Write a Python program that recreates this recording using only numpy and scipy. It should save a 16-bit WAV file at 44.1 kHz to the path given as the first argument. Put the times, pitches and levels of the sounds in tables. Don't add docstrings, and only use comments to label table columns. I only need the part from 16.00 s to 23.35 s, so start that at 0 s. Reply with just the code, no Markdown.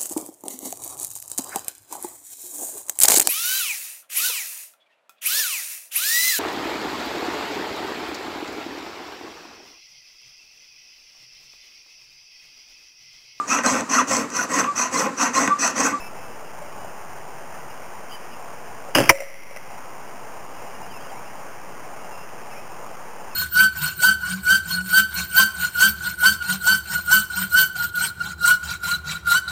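import sys
import numpy as np
from scipy import signal
from scipy.fft import rfft, irfft, next_fast_len
from scipy.io import wavfile
from scipy.ndimage import uniform_filter1d, map_coordinates

SR = 44100
rng = np.random.default_rng(int(sys.argv[2]) if len(sys.argv) > 2 else 0)


def put_to_file(sound):
    columns = np.atleast_2d(sound).T
    safe = np.clip(columns, -1, 1)
    whole_steps = np.round(safe * 32767)
    wavfile.write(sys.argv[1], SR, whole_steps.astype(np.int16))


N = 324135

# frequency in Hz, relative density in dB.
RUSH_SPECTRUM = [(18, -43.5), (30, -13), (33, -21.5), (50, -15), (98, -11), (135, -6), (319, -8.5),
                 (367, -6), (864, 0), (1870, -11), (2820, -15), (3520, -30), (3900, -33), (5070, -64),
                 (8580, -120)]
RUSH_RMS_DB, BREEZE_RMS_DB = -39, -69.5
# start in seconds, level in dB, frequency in Hz, t60 in seconds.
SOFT_KNOCKS = [(.615, -30.5, 587, .15), (.8465, -15, 643, 0.015), (2.885, -28.5, 545, .08),
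               (4.618, -27, 900, 0.032)]

# start in seconds, length in seconds, start in Hz, end in Hz,
# arch at mid-note in Hz, level in dB.
BIRD_NOTES = [(-.03, .12, 2620, 2640, 0.5, -42), (0.01, 0.084, 2340, 2340, -1, -49),
              (0.142, .22, 2625, 2630, 0, -53.5), (0.768, 0.13, 2960, 2914, 0, -51.5),
              (1.69, .03, 2840, 2840, 2, -47), (2.09, .05, 3200, 3250, -82, -48),
              (2.109, 0.063, 2720, 2760, 328, -39), (2.313, 0.05, 3050, 2584, -1, -46),
              (4.53, 0.047, 2880, 2860, 0, -54), (4.63, 0.085, 2880, 2880, 2, -53),
              (4.74, 0.044, 2860, 2790, 0, -49), (4.82, 0.037, 2800, 2860, -2, -43.5),
              (4.888, .105, 3350, 2550, -140, -44.5), (4.981, 0.056, 2700, 3260, 148, -50),
              (5.03, 0.056, 2700, 2620, 259.5, -46), (5.09, .025, 3200, 3150, 0, -49),
              (5.141, .065, 2040, 2360, 71, -47), (5.213, 0.08, 2400, 2860, 0, -50),
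              (5.98, 0.11, 2820, 2770, 2.5, -51), (6.106, 0.06, 2770, 2730, -1, -45),
              (6.155, .12, 2760, 2730, -1, -48), (6.513, .022, 2610, 2610, 0, -47),
              (6.525, .105, 1900, 2570, 210, -45), (6.678, 0.099, 2500, 2600, -3, -53),
              (7.3, .07, 2900, 2440, -110, -46)]
NOTE_EDGE_SHARE = .18
FLUTTER_HZ, FLUTTER_DB = 14, 1.8

# time in seconds, thump level in dB.
BOW_CONTACTS = [(2.9492, 0), (2.9535, 7.5), (2.9595, 4.5), (2.9684, 2), (2.976, 5), (2.9838, 12),
                (2.9874, 7), (2.9933, 6), (3.0017, 9.5), (3.009, 8), (3.0233, 2), (3.0384, -1), (3.044, -5)]
# centre in Hz, width in Hz, level in dB.
LATCH_MODES = [(1010, 410, -6.5), (1550, 500, -3), (2050, 520, -5.5), (2650, 340, -2), (3120, 430, -4)]
# centre in Hz, width in Hz, level in dB.
STOCK_MODES = [(122, 26, -2), (197, 66, -5), (307, 80, -1.5), (429.7, 63, -3.5), (571, 68, -1.5),
               (825, 307, -11.5)]
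# frequency in Hz, level in dB, t60 in seconds.
CATCH_RING = (2.9492, [(2900, -1, 0.029), (1504, -12, .03)])
# frequency in Hz, level in dB, t60 in
# seconds.
LIMB_RING = (2.968, [(122, -21, .22), (301, -15, 0.17), (548, -19, .18)])
CLACK_DB, FIRST_CLACK_DB = -6.5, 13
BRIGHT_S = 0.02
# dying level in dB, rise time constant in seconds, t60 in seconds, lingering fizz in dB.
BUZZ_SWELL = (-15.5, .002, 0.26, -33)
# dying level in dB, rise time constant in seconds, t60 in seconds, lingering hum in dB.
LIMB_SWELL = (-10.5, .03, 0.13, -35.5)
LINGER_S = 0.17

# start in seconds, length in seconds, peak in dB, t60 after it in seconds.
PLY_STRIKE = (3.0918, .0062, 9, .009)
# centre in Hz, width in Hz, level in dB.
PLY_MODES = [(331, 190, -6.5), (559.7, 150, -3.5), (950, 250, -2.5), (1603, 500, -3), (2207, 600, -1.5),
             (3102, 450, -8.5)]
# frequency in Hz, level in dB, t60 in seconds.
BOARD_RING = [(549, -15.5, .65), (610, -25.5, 0.39), (320, -10, 0.071), (674, -5, 0.069), (952, -2, 0.049),
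              (1526, -4, 0.028), (205, -16, .05), (125, -8, 0.052), (70, -7, .06)]
SLIPS_PER_S, SLIP_SCATTER = 2304, .03
# time after contact in seconds, width in seconds, peak loss in slips per second.
TIP_STALL = (.0057, .0009, 520)

# arrival in seconds, crack level in dB, knock level in dB.
TRUNK_ECHOES = [(3.155, -8, 14), (3.176, 0, 6), (3.185, -1, 6), (3.204, -2, 8.5), (3.221, -4, 9),
                (3.235, -10, 4), (3.268, -12, -9), (3.296, -7, -6), (3.341, -7, -10), (3.51, -14, -4.5),
                (3.545, -10, -12), (3.562, -6, -4), (3.570, -6.5, -9)]
# frequency in Hz, t60 in seconds.
WOODS_T60 = [(300, .2), (550, 0.94), (1100, 0.45), (2100, 1.5), (3500, 1.3)]
# centre in Hz, width in Hz, level in dB.
TRUNK_MODES = [(604, 200, -10), (1090, 430, -17.5), (2080, 240, 0), (2900, 400, -20)]
# centre in Hz, width in Hz, level in dB.
KNOCK_MODES = [(567, 49, 2.5), (900, 500, -22)]

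HOLD_SAMPLES = 5.6
BLOCK_SAMPLES, PLAYED_SAMPLES = 2865, 345
STEP, OFFSET = .0076, -.0188
TOP_HZ = 15780
# frequency in Hz, gain in dB.
PLAYBACK_FILTER = [(3000, 0), (3250, -0.5), (3550, -11), (3650, -16)]


def amp(db):
    return 10 ** (np.asarray(db) / 20)


def unit(x):
    return x / np.sqrt(np.mean(x ** 2) + 1e-20)


def along(points, hz):
    f, v = np.transpose(points)
    return np.interp(np.log(hz + 1), np.log(f + 1), v)


def filtered(x, response):
    m = next_fast_len(N + SR // 2)
    return irfft(rfft(x, m) * response(np.fft.rfftfreq(m, 1 / SR)), m)[..., :N]


def body(modes):
    def response(f):
        total = 0
        for k, (centre_hz, width_hz, db) in enumerate(modes):
            damping = 1j * f * width_hz
            total = total + (-1) ** k * amp(db) * damping / (centre_hz ** 2 - f * f + damping)
        return total
    return response


def puffs(times_s, levels_db, t60_s, snap):
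    out, t = np.zeros(N + 1000), np.arange(1000) / SR
    noises = rng.standard_normal((len(times_s), 1000))
    for s, db, noise in zip(times_s, levels_db, noises):
        out[round(s * SR):][:1000] += amp(db - 60 * t / t60_s) * (noise + snap * (t == 0))
    return out[:N]


def ring(start_s, hz, db, t60_s):
    t = np.maximum(np.arange(N) / SR - start_s, 0)
    return amp(db - 60 * t / t60_s) * np.sin(2 * np.pi * hz * t) * (1 - np.exp(-t * hz))


def swell(start_s, db, rise_s, t60_s, linger_db):
    t = np.maximum(np.arange(N) / SR - start_s, 0)
    dying = amp(db - 60 * t / t60_s)
    rest = amp(linger_db) * (t < LINGER_S)
    return (1 - np.exp(-t / rise_s)) * (dying + rest)


def rush():
    z = signal.stft(rng.standard_normal(N), nperseg=1024)[2]
    patches = uniform_filter1d(rng.standard_normal(z.shape), 8, 0)
    patches = uniform_filter1d(patches, 6, 1)
    noise = signal.istft(z * amp(1.2 * unit(patches)), nperseg=1024)[1][:N]
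    far = amp(RUSH_RMS_DB) * unit(filtered(noise, lambda hz: amp(along(RUSH_SPECTRUM, hz))))
    lumps = amp(8 * map_coordinates(rng.standard_normal(80), [np.arange(N) * 9 / SR]))
    bumps = filtered(lumps * rng.standard_normal(N), body([(55.6, 50, 0)]))
    breeze = amp(BREEZE_RMS_DB) * unit(bumps)
    knocks = sum(ring(s, hz, db, t60_s) for s, db, hz, t60_s in SOFT_KNOCKS)
    return far + breeze + knocks


def birds():
    out = np.zeros(N)
    flutter_knots = rng.standard_normal((len(BIRD_NOTES), 40))
    for (s, length_s, start_hz, end_hz, arch_hz, db), knots in zip(BIRD_NOTES, flutter_knots):
        t = np.arange(round(length_s * SR)) / SR
        u = t / length_s
        flutter = map_coordinates(knots, [t * 100])
        glide_hz = start_hz + (end_hz - start_hz) * u + 4 * arch_hz * u * (1 - u)
        hz = glide_hz + FLUTTER_HZ * flutter
        edge = np.clip(np.minimum(u, 1 - u) / NOTE_EDGE_SHARE, 0, 1)
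        level = amp(db + FLUTTER_DB * flutter[::-1])
        note = level * edge * np.sin(2 * np.pi * np.cumsum(hz) / SR)
        start = round(s * SR)
        at = max(start, 0)
        out[at:start + len(t)] += note[at - start:][:N - at]
    smear = .015 * amp(-60 * np.arange(4000) / SR / .12) * rng.standard_normal(4000)
    return signal.fftconvolve(out, np.r_[1, smear])[:N]


def crossbow():
    s, thump_db = np.transpose(BOW_CONTACTS)
    clack_db = thump_db + CLACK_DB + FIRST_CLACK_DB * np.exp(-(s - s[0]) / BRIGHT_S)
    clacks = filtered(puffs(s, clack_db, 0.0041, snap=2.7), body(LATCH_MODES))
    thumps = filtered(puffs(s, thump_db, 0.012, snap=8.1), body(STOCK_MODES))
    jumps = amp(3.1 * rng.standard_normal((2, N // 60 + 1))).repeat(60, 1)[:, :N]
    grit = rng.standard_normal((2, N)) * jumps
    buzz = swell(s[0], *BUZZ_SWELL) * unit(filtered(grit[0], body(LATCH_MODES)))
    shake = swell(s[0], *LIMB_SWELL) * unit(filtered(grit[1], body(STOCK_MODES)))
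    rings = sum(ring(at_s, *mode) for at_s, modes in (CATCH_RING, LIMB_RING) for mode in modes)
    return rings + clacks + thumps + buzz + shake


def board():
    start_s, length_s, peak_db, t60_s = PLY_STRIKE
    stall_s, stall_width_s, slips_lost_per_s = TIP_STALL
    t = np.arange(N) / SR - start_s
    onset = np.clip(t / 0.00068, 0, 1)
    after = np.maximum(t - length_s, 0)
    scatter = rng.standard_normal(N // 50 + 1).repeat(50)[:N]
    rate = SLIPS_PER_S * (1 + SLIP_SCATTER * scatter)
    rate = rate - slips_lost_per_s * np.exp(-((t - stall_s) / stall_width_s) ** 2)
    slips = np.diff(np.floor(np.cumsum((t > 0) * rate) / SR), prepend=0)
    splinters = amp(-16 - 60 * after / 0.051) * rng.standard_normal(N)
    tear = filtered(onset * (slips * amp(-60 * after / t60_s) + splinters), body(PLY_MODES))
    crack = amp(peak_db) * tear / np.abs(tear).max()
    hum = sum(ring(start_s + .006, *mode) for mode in BOARD_RING)
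    return crack + hum


def woods():
    hz, t, z = signal.stft(rng.standard_normal(SR), SR, nperseg=256)
    decay = amp(-60 * t / along(WOODS_T60, hz)[:, None])
    tail = signal.istft(z * decay, SR, nperseg=256)[1][:SR]
    tail *= 1 - np.exp(-np.arange(SR) / SR / .05)
    start = round(PLY_STRIKE[0] * SR)
    diffuse = filtered(np.pad(tail, (start, N - SR - start)), body(TRUNK_MODES))
    s, crack_db, knock_db = np.transpose(TRUNK_ECHOES)
    cracks = filtered(puffs(s, crack_db, .014, snap=3.6), body(TRUNK_MODES))
    knocks = filtered(puffs(s, knock_db, .012, snap=2.2), body(KNOCK_MODES))
    return amp(-7.5) * diffuse + cracks + knocks


def scene():
    return (rush() + birds() + crossbow() + board() + woods())[None]


def gain_control(x, over_db, ratio, most_db, db_per_s, attack_s):
    t = np.arange(N) / SR
    power = np.abs(uniform_filter1d(x ** 2, size=220))
    excess_db = ratio * (10 * np.log10(power + 1e-12) - over_db)
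    held_db = np.maximum.accumulate(excess_db + db_per_s * t) - db_per_s * t
    cut_db = np.clip(held_db, 0, most_db)
    k = np.exp(-1 / (attack_s * SR))
    return x * amp(-signal.lfilter([1 - k], [1, -k], cut_db))


def record(dry):
    x = signal.sosfilt(signal.butter(6, 3400, fs=SR, output="sos"), dry[0])
    x = gain_control(x, over_db=-8, ratio=1.69, most_db=11, db_per_s=27.5, attack_s=.05)
    i = np.arange(N) + PLAYED_SAMPLES
    stored_index = i // BLOCK_SAMPLES * BLOCK_SAMPLES + i % BLOCK_SAMPLES // HOLD_SAMPLES
    fresh = np.diff(stored_index, prepend=-1) > 0
    stored = STEP * np.clip(np.round((x[fresh] + OFFSET) / STEP), -128, 127)
    hz = np.fft.rfftfreq(len(stored), HOLD_SAMPLES / SR)
    stored = irfft(rfft(stored) * amp(along(PLAYBACK_FILTER, hz)), len(stored))
    held = stored[np.cumsum(fresh) - 1]
    return np.clip(filtered(held, lambda hz: hz < TOP_HZ), -1, 1)[None]


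dry = scene()
out = record(dry)
put_to_file(out)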